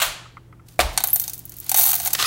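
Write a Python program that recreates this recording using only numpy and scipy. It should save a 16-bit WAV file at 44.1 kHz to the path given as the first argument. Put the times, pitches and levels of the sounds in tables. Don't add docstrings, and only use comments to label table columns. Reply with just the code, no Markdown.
import sys
import numpy as np
from scipy import signal
from scipy.fft import rfft, irfft, next_fast_len
from scipy.io import wavfile
from scipy.ndimage import uniform_filter1d, minimum_filter1d

SR = 44100
rng = np.random.default_rng(int(sys.argv[2]) if len(sys.argv) > 2 else 0)


def digitize_waveform(pressure):
    field = np.atleast_2d(pressure).T
    bounded = np.clip(field, -1, 1)
    quanta = np.round(bounded * 32767).astype(np.int16)
    wavfile.write(sys.argv[1], SR, quanta)


N = 99974
TIME = np.arange(N) / SR


def from_db(db):
    return 10 ** (np.asarray(db) / 20)


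def at_hz(points, hz):
    table_hz, value = np.transpose(points)
    return np.interp(np.log(hz + 1), np.log(table_hz), value)


def level(curve):
    s, db = np.transpose(curve)
    return from_db(np.interp(TIME, s, db)) * (TIME >= s[0])


def colour(x, tone, peaks=()):
    size = 2 * next_fast_len(N)
    hz = np.fft.rfftfreq(size, 1 / SR)
    lift_db = sum(db / (1 + (2 * (hz - f) / width) ** 2) for f, width, db in peaks)
    gain = from_db(at_hz(tone, hz) + lift_db)
    gain = gain / np.sqrt(np.mean(gain ** 2))
    cepstrum = irfft(np.log(gain))
    folded = np.r_[cepstrum[0], 2 * cepstrum[1:size // 2]]
    response = np.exp(rfft(folded, size))
    return irfft(rfft(x, size) * response)[:N]


LEVEL_WINDOW_S = 0.01


def blows(s, db):
    at = np.clip(np.asarray(s) * SR, 0, N - 1).astype(int)
    return np.bincount(at, from_db(db) ** 2 * LEVEL_WINDOW_S * SR, N)


def grains(per_s, spread_db):
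    happens = rng.random(N) < per_s / SR
    size_db = spread_db * np.clip(rng.standard_normal(N), -2, 2)
    energy = happens * from_db(size_db) ** 2
    return energy / energy.mean()


CONTACT_S, CONTACT_SHARE = 0.00013, 0.1


def struck(energy, t60, crack_share=CONTACT_SHARE):
    crack_decay = np.exp(-1 / (CONTACT_S * SR))
    ring_decay = np.exp(-2 * np.log(1000) / (t60 * SR))
    power = 0
    for share, decay in ((crack_share, crack_decay), (1 - crack_share, ring_decay)):
        power = power + share * signal.lfilter([1 - decay], [1, -decay], energy + 1e-18)
    return np.sqrt(power) * rng.choice([-1, 1], N)


def ring(clicks, hz, t60):
    decay = np.exp(-np.log(1000) / (t60 * SR))
    turn = 2 * np.pi * hz / SR
    return signal.lfilter([0, np.sin(turn)], [1, -2 * decay * np.cos(turn), decay * decay], clicks + 1e-18)


# (time [s], thud of the cup on the scale [dB], click [dB], treble snap [dB])
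BEAN_DROPS = [(0.976, -23, -13.5, -37), (1.0042, -31, -32, -30), (1.0378, -28, -20, -11.5),
              (1.073, -42.5, -50, -20.5), (1.0856, -39.5, -33.5, -28), (1.1320, -45, -58, -26),
              (1.1592, -38, -26.5, -18.5), (1.1977, -51, -25.5, -19), (1.2152, -54, -37, -29),
              (1.2206, -51, -46, -33), (1.239, -44, -30.5, -29), (1.2789, -46.5, -29, -28),
              (1.2971, -53, -32.5, -29.5), (1.3341, -64, -33, -30.5), (1.3437, -64, -48, -34),
              (1.3533, -69, -66, -40), (1.3788, -64, -47.5, -35.5), (1.3920, -62, -53, -34),
              (1.4539, -61.5, -60, -32.5), (1.4946, -69, -48, -34.5), (1.52, -58, -44.5, -40),
              (1.5399, -75, -50, -44), (1.567, -82, -60, -37), (1.5857, -82, -57, -35),
              (1.6012, -73, -66, -30), (1.6437, -56, -46.5, -39), (1.665, -47, -46, -39),
              (1.6941, -42, -22, -17), (1.7157, -30, -21, -16), (1.7438, -25, -18.5, -19),
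              (1.7639, -43, -29, -15), (1.7823, -31.5, -44, -13.5), (1.7950, -37, -37, -11),
              (1.8367, -38, -36, -15), (1.8628, -39, -50, -19), (1.8700, -38, -40, -21),
              (1.8895, -33, -29, -17), (1.9314, -29.5, -37, -21), (1.9410, -40, -38, -23),
              (1.9532, -35.5, -28, -17), (2.0001, -36.5, -28, -32), (2.0382, -40.5, -55.5, -45),
              (2.0501, -46, -39, -23), (2.0590, -33, -27, -31), (2.0744, -33, -23, -19.5),
              (2.1055, -41, -32.5, -35), (2.1312, -35, -25, -20), (2.134, -38.5, -22.5, -15.5)]
# (time [s], level [dB])
STREAM_FLOW = [(1.745, -29.5), (1.775, -15), (1.80, -19), (1.845, -19), (1.87, -21), (1.945, -21),
               (1.97, -34.5), (2.03, -31.5), (2.07, -25.5), (2.10, -66), (2.17, -49), (2.26, -43)]
# (frequency [Hz], relative level [dB])
THUD_TONE = [(200, -41), (500, -33.5), (610, -17), (700, 2), (780, 4.5), (950, -8), (1250, -11.5),
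             (2000, -19), (4000, -55.5)]
CLACK_TONE = [(500, -37), (1100, -0.5), (2000, -2.5), (3000, 1.5), (4300, 0), (5500, -25), (9000, -34)]
CLICK_TONE = [(700, -28.5), (2000, -13.5), (4000, -7), (6000, -2), (7700, 2.5), (10000, 2), (12000, -4.5),
              (16000, -30)]
SNAP_TONE = [(3000, -51.5), (7000, -16), (10000, -10), (12000, -0.5), (14000, -0.5), (15500, -2.5),
             (17000, -10.5)]
# (frequency [Hz], width [Hz], lift [dB])
CUP_RESONANCES = [(1519, 40, 11), (2090, 270, 6), (3730, 58, 11), (4377, 310, 9.5), (5866, 170, 9),
                  (6430, 310, 9.5), (8770, 370, 4.5), (9200, 220, 3), (11840, 200, 3), (12000, 66, 7),
                  (13240, 69, 1), (13860, 160, 2), (15700, 230, 7.5)]
CLACK_OVER_THUD_DB = -0.5
STREAM_CONTACTS_PER_S, STREAM_SPREAD_DB = 550, 1.5
STREAM_T60_S, STREAM_CRACK_SHARE = 0.022, 0.5


def beans():
    s, thud_db, click_db, snap_db = np.transpose(BEAN_DROPS)
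    stream = grains(STREAM_CONTACTS_PER_S, STREAM_SPREAD_DB) * level(STREAM_FLOW) ** 2
    parts = ((thud_db, -17.5, 0.035, 0.053, THUD_TONE),
             (thud_db + CLACK_OVER_THUD_DB, -14.5, 0.067, 0.056, CLACK_TONE),
             (click_db, -5, 0.032, 0.088, CLICK_TONE),
             (snap_db, 2.5, 0.034, 0.46, SNAP_TONE))
    out = 0
    for db, stream_db, t60, crack_share, tone in parts:
        single_beans = struck(blows(s, db), t60, crack_share)
        handful = from_db(stream_db) * struck(stream, STREAM_T60_S, STREAM_CRACK_SHARE)
        out = out + colour(single_beans + handful, tone, CUP_RESONANCES)
    return out


BASE_HZ, BASE_OVER_THUD_DB, BASE_T60_S = 766, -11.5, 0.17


def cup_base():
    s, thud_db, _, _ = np.transpose(BEAN_DROPS)
    clicks = np.bincount((s * SR).astype(int), from_db(thud_db + BASE_OVER_THUD_DB), N)
    return ring(clicks, BASE_HZ, BASE_T60_S)


# (time [s], level [dB], favoured pitch [Hz])
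WALL_STRIKES = [(1.0737, -34, 13800), (1.099, -17.5, 10500), (1.104, -15, 10700), (1.131, -10, 14000),
                (1.1983, -33, 14100), (1.2186, -24, 14500), (1.332, -53, 13600)]
# (frequency [Hz], level added to the strike's [dB], t60 [s])
WALL_MODES = [(9561, -35, 0.22), (10700, -18, .03), (11060, -2, 0.037), (11490, -35, .3), (12000, -39, .35),
              (13000, -2, 0.078), (12500, 1, 0.085), (13250, 2, 0.12), (13327, -18, 0.11),
              (13700, -19, 0.41), (13500, -17, .06), (14900, -4, 0.16), (14600, -6, 0.088)]
FAVOUR_WIDTH_HZ = 1370


def cup_wall():
    s, db, favoured_hz = np.transpose(WALL_STRIKES)
    out = 0
    for hz, mode_db, t60 in WALL_MODES:
        favour = np.exp(-0.5 * ((hz - favoured_hz) / FAVOUR_WIDTH_HZ) ** 4)
        clicks = np.bincount((s * SR).astype(int), from_db(db + mode_db) * favour, N)
        out = out + ring(clicks, hz, t60)
    return out


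# (time [s], level [dB])
GRINDER_CONTACTS = [(2.1505, -19.5), (2.199, -27.5), (2.226, -19)]
# (time [s], level [dB])
SCRAPE_LEVEL = [(2.15, -70), (2.176, -52), (2.188, -22.5), (2.205, -19.5), (2.235, -21.5), (2.267, -19.5)]
# (frequency [Hz], relative level [dB])
GRINDER_TONE = [(150, -26.5), (400, -11), (800, -7.5), (1250, -0.5), (1600, -3.5), (2300, -6.5), (2800, -2),
                (4300, -2), (6000, -4.5), (10000, -11), (15500, -11.5)]
GRINDER_BUMP_TONE = [(100, -18), (360, 0), (650, -5), (1100, -11), (2000, -16), (6000, -35)]
# (frequency [Hz], width [Hz], lift [dB])
GRINDER_RESONANCES = [(1230, 140, 5.5), (1890, 200, 7), (2640, 250, 4), (3620, 400, 4.5), (4250, 310, 2.5)]
# (time [s], frequency [Hz], level of the lower tone [dB])
SQUEAK_CURVES = [
    [(2.235, 1087, -42), (2.243, 1148, -31), (2.249, 1260, -16), (2.254, 1270, -32), (2.267, 1475, -23)],
    [(2.25, 4670, -41), (2.255, 4980, -18.5), (2.259, 5320, -23), (2.261, 4930, -12), (2.267, 5340, -14)],
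]
SCRAPE_GRAINS_PER_S, SCRAPE_SPREAD_DB = 2200, 2
SQUEAK_OCTAVE_DB = -6.5


def grinder():
    grit = grains(SCRAPE_GRAINS_PER_S, SCRAPE_SPREAD_DB) * level(SCRAPE_LEVEL) ** 2
    energy = blows(*np.transpose(GRINDER_CONTACTS)) + grit
    scrape = colour(struck(energy, t60=0.021), GRINDER_TONE, GRINDER_RESONANCES)
    bump = colour(struck(blows([2.4], [-20]), t60=0.046), GRINDER_BUMP_TONE)
    return scrape + bump + sum(squeak(curve) for curve in SQUEAK_CURVES)


def squeak(curve):
    s, hz, db = np.transpose(curve)
    phase = 2 * np.pi * np.cumsum(np.interp(TIME, s, hz)) / SR
    tone = np.sin(phase) + from_db(SQUEAK_OCTAVE_DB) * np.sin(2 * phase)
    return level(np.c_[s, db]) * tone


# (time [s], dull part [dB], bright part [dB])
KNOCK_BLOWS = [(0.7917, -13.5, -23.5), (0.8016, -16, -19.5), (0.8083, -40, -19), (0.813, -47, -27.5)]
# (frequency [Hz], relative level [dB])
KNOCK_DULL_TONE = [(60, -12.5), (160, -16), (420, -3.5), (700, 0.5), (900, -6.5), (1200, -7.5),
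                   (1600, -12.5), (2200, -4), (2900, -15), (6000, -24)]
KNOCK_BRIGHT_TONE = [(300, -27), (1150, 0.5), (1700, -2.5), (4200, -1), (5500, -5.5), (10000, -8.5),
                     (15500, -15.5)]
# (frequency [Hz], width [Hz], lift [dB])
KNOCK_RESONANCES = [(703, 100, 6), (1170, 89, 7), (1850, 250, 4.5)]
KNOCK_T60_S = 0.047


def knock():
    s, dull_db, bright_db = np.transpose(KNOCK_BLOWS)
    dull = colour(struck(blows(s, dull_db), KNOCK_T60_S), KNOCK_DULL_TONE, KNOCK_RESONANCES)
    bright = colour(struck(blows(s, bright_db), KNOCK_T60_S), KNOCK_BRIGHT_TONE)
    return dull + bright


# (peak time [s], frequency [Hz], peak level [dB], rise [s], t60 [s])
LOW_BOOMS = [(.095, 36, -38, 0.037, 0.21), (0.854, 64.5, -21.5, 0.035, .22),
             (.85, 39.3, -25.5, 0.014, 0.44)]


def booms():
    out = 0
    for s, hz, db, rise, t60 in LOW_BOOMS:
        t = TIME - s
        swell = -(np.minimum(t, 0) / rise) ** 2
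        fade = -np.log(1000) * np.maximum(t, 0) / t60
        out = out + from_db(db) * np.exp(swell + fade) * np.sin(2 * np.pi * hz * t)
    return out


# (time [s], level [dB])
CLATTER_BLOWS = [(.001, -23), (.007, -25), (0.013, -27.5), (0.018, -16), (0.023, -17), (0.0252, -22),
                 (0.031, -25), (.045, -33)]
# (frequency [Hz], relative level [dB])
CUPBOARD_TONE = [(100, -25.5), (400, -18.5), (540, -4), (720, 2), (900, -4), (1200, 4.5), (2200, -1),
                 (4000, 2), (5000, -8.5), (8000, -3.5), (9500, -7.5), (15500, -6)]


def cupboard_clatter():
    return colour(struck(blows(*np.transpose(CLATTER_BLOWS)), t60=0.076), CUPBOARD_TONE)


# (time [s], level [dB])
HANDLING_TAPS = [(.2565, -46.5), (.3695, -37), (.526, -45), (.596, -51)]
# (frequency [Hz], relative level [dB])
HANDLING_TONE = [(300, -34), (800, -4), (1300, 8), (1650, -11.5), (2100, -3), (2800, -17), (6000, -34),
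                 (15000, -41)]
# (frequency [Hz], width [Hz], lift [dB])
TAP_RESONANCES = [(1320, 350, 4.5), (1940, 340, 7)]


def handling_taps():
    return colour(struck(blows(*np.transpose(HANDLING_TAPS)), t60=0.043), HANDLING_TONE, TAP_RESONANCES)


# (time [s], level [dB])
BAG_LEVEL = [(.65, -84), (.665, -58.5), (.68, -60), (.686, -41.5), (.70, -50.5), (.73, -50.5), (.77, -57.5),
             (.83, -60), (.96, -40), (1.1, -46), (1.3, -44.5), (1.45, -55), (1.61, -47.5), (1.67, -44),
             (1.75, -36.5)]
# (frequency [Hz], relative level [dB])
PAPER_TONE = [(300, -5), (1000, -5.5), (4000, 1.5), (8000, 1.5), (15500, 0)]
BAG_CRACKLES_PER_S, BAG_SPREAD_DB, BAG_T60_S = 980, 4.5, 0.032


def paper_bag():
    crackles = struck(grains(BAG_CRACKLES_PER_S, BAG_SPREAD_DB), BAG_T60_S)
    return colour(crackles, PAPER_TONE) * level(BAG_LEVEL)


# (frequency [Hz], t60 [s])
ROOM_DECAY = [(100, 0.52), (700, 0.51), (3000, 0.54), (7000, .45), (14000, 0.19)]
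ROOM_BUILD_S = 0.0039


def room(x):
    out = 0
    build = np.exp(-1 / (ROOM_BUILD_S * SR))
    edges = np.geomspace(150, 17000, 19)
    for low, high in zip(edges, edges[1:]):
        band = signal.butter(2, [low, high], "band", fs=SR, output="sos")
        t60 = at_hz(ROOM_DECAY, np.sqrt(low * high))
        decay = np.exp(-2 * np.log(1000) / (t60 * SR))
        energy = signal.sosfilt(band, x) ** 2 + 1e-18
        power = signal.lfilter([(1 - decay) * (1 - build)], np.poly([decay, build]), energy)
        wash = signal.sosfilt(band, rng.standard_normal(N))
        out = out + np.sqrt(np.abs(power)) * wash / wash.std()
    return out


# (frequency [Hz], RMS level [dB])
HUM_TONES = [(120, -50.5), (167, -59), (280, -68), (334, -66.5)]
# (time [s], level [dB])
RUMBLE_LEVEL = [(.79, -66), (.83, -39), (.90, -44.5), (1.02, -42.5), (1.07, -61), (1.85, -66), (2.0, -52),
                (2.18, -49), (2.24, -42)]
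# (frequency [Hz], relative level [dB])
RUMBLE_COLOUR = [(20, -19), (45, 3), (90, 3.5), (160, -2.5), (300, -8.5), (480, -18.5), (700, -4),
                 (2000, -33)]
FLOOR_TONE = [(20, -8), (45, 1), (90, 4.5), (200, -7), (350, -8.5), (600, -17.5), (1500, -24.5),
              (4000, -36), (15000, -38.5)]
FLOOR_DB = -50.5


def background():
    hum = 0
    for hz, db in HUM_TONES:
        hum = hum + from_db(db) * np.sqrt(2) * np.sin(2 * np.pi * (hz * TIME + rng.random()))
    rumble = level(RUMBLE_LEVEL) * colour(rng.standard_normal(N), RUMBLE_COLOUR)
    room_noise = from_db(FLOOR_DB) * colour(rng.standard_normal(N), FLOOR_TONE)
    return hum + rumble + room_noise


def scene():
    cup = beans() + cup_wall() + cup_base()
    # sound, level sent to the room [dB]
    sources = ((cup, -14.5), (grinder(), -10), (knock(), -8.5),
               (cupboard_clatter(), -3), (handling_taps(), -32))
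    direct = sum(x for x, _ in sources)
    echo = room(sum(from_db(db) * x for x, db in sources))
    return (direct + echo + paper_bag() + booms() + background())[None]


CEILING, LIMITER_S, CUTOFF_HZ = 1, 0.0008, 15800


def record(dry):
    span = int(LIMITER_S * SR)
    needed_gain = CEILING / np.maximum(np.abs(dry), CEILING)
    gain = uniform_filter1d(minimum_filter1d(needed_gain, 2 * span), span)
    low_pass = signal.ellip(12, 0.2, 80, CUTOFF_HZ, fs=SR, output="sos")
    return signal.sosfilt(low_pass, dry * gain)


dry = scene()
out = record(dry)
digitize_waveform(out)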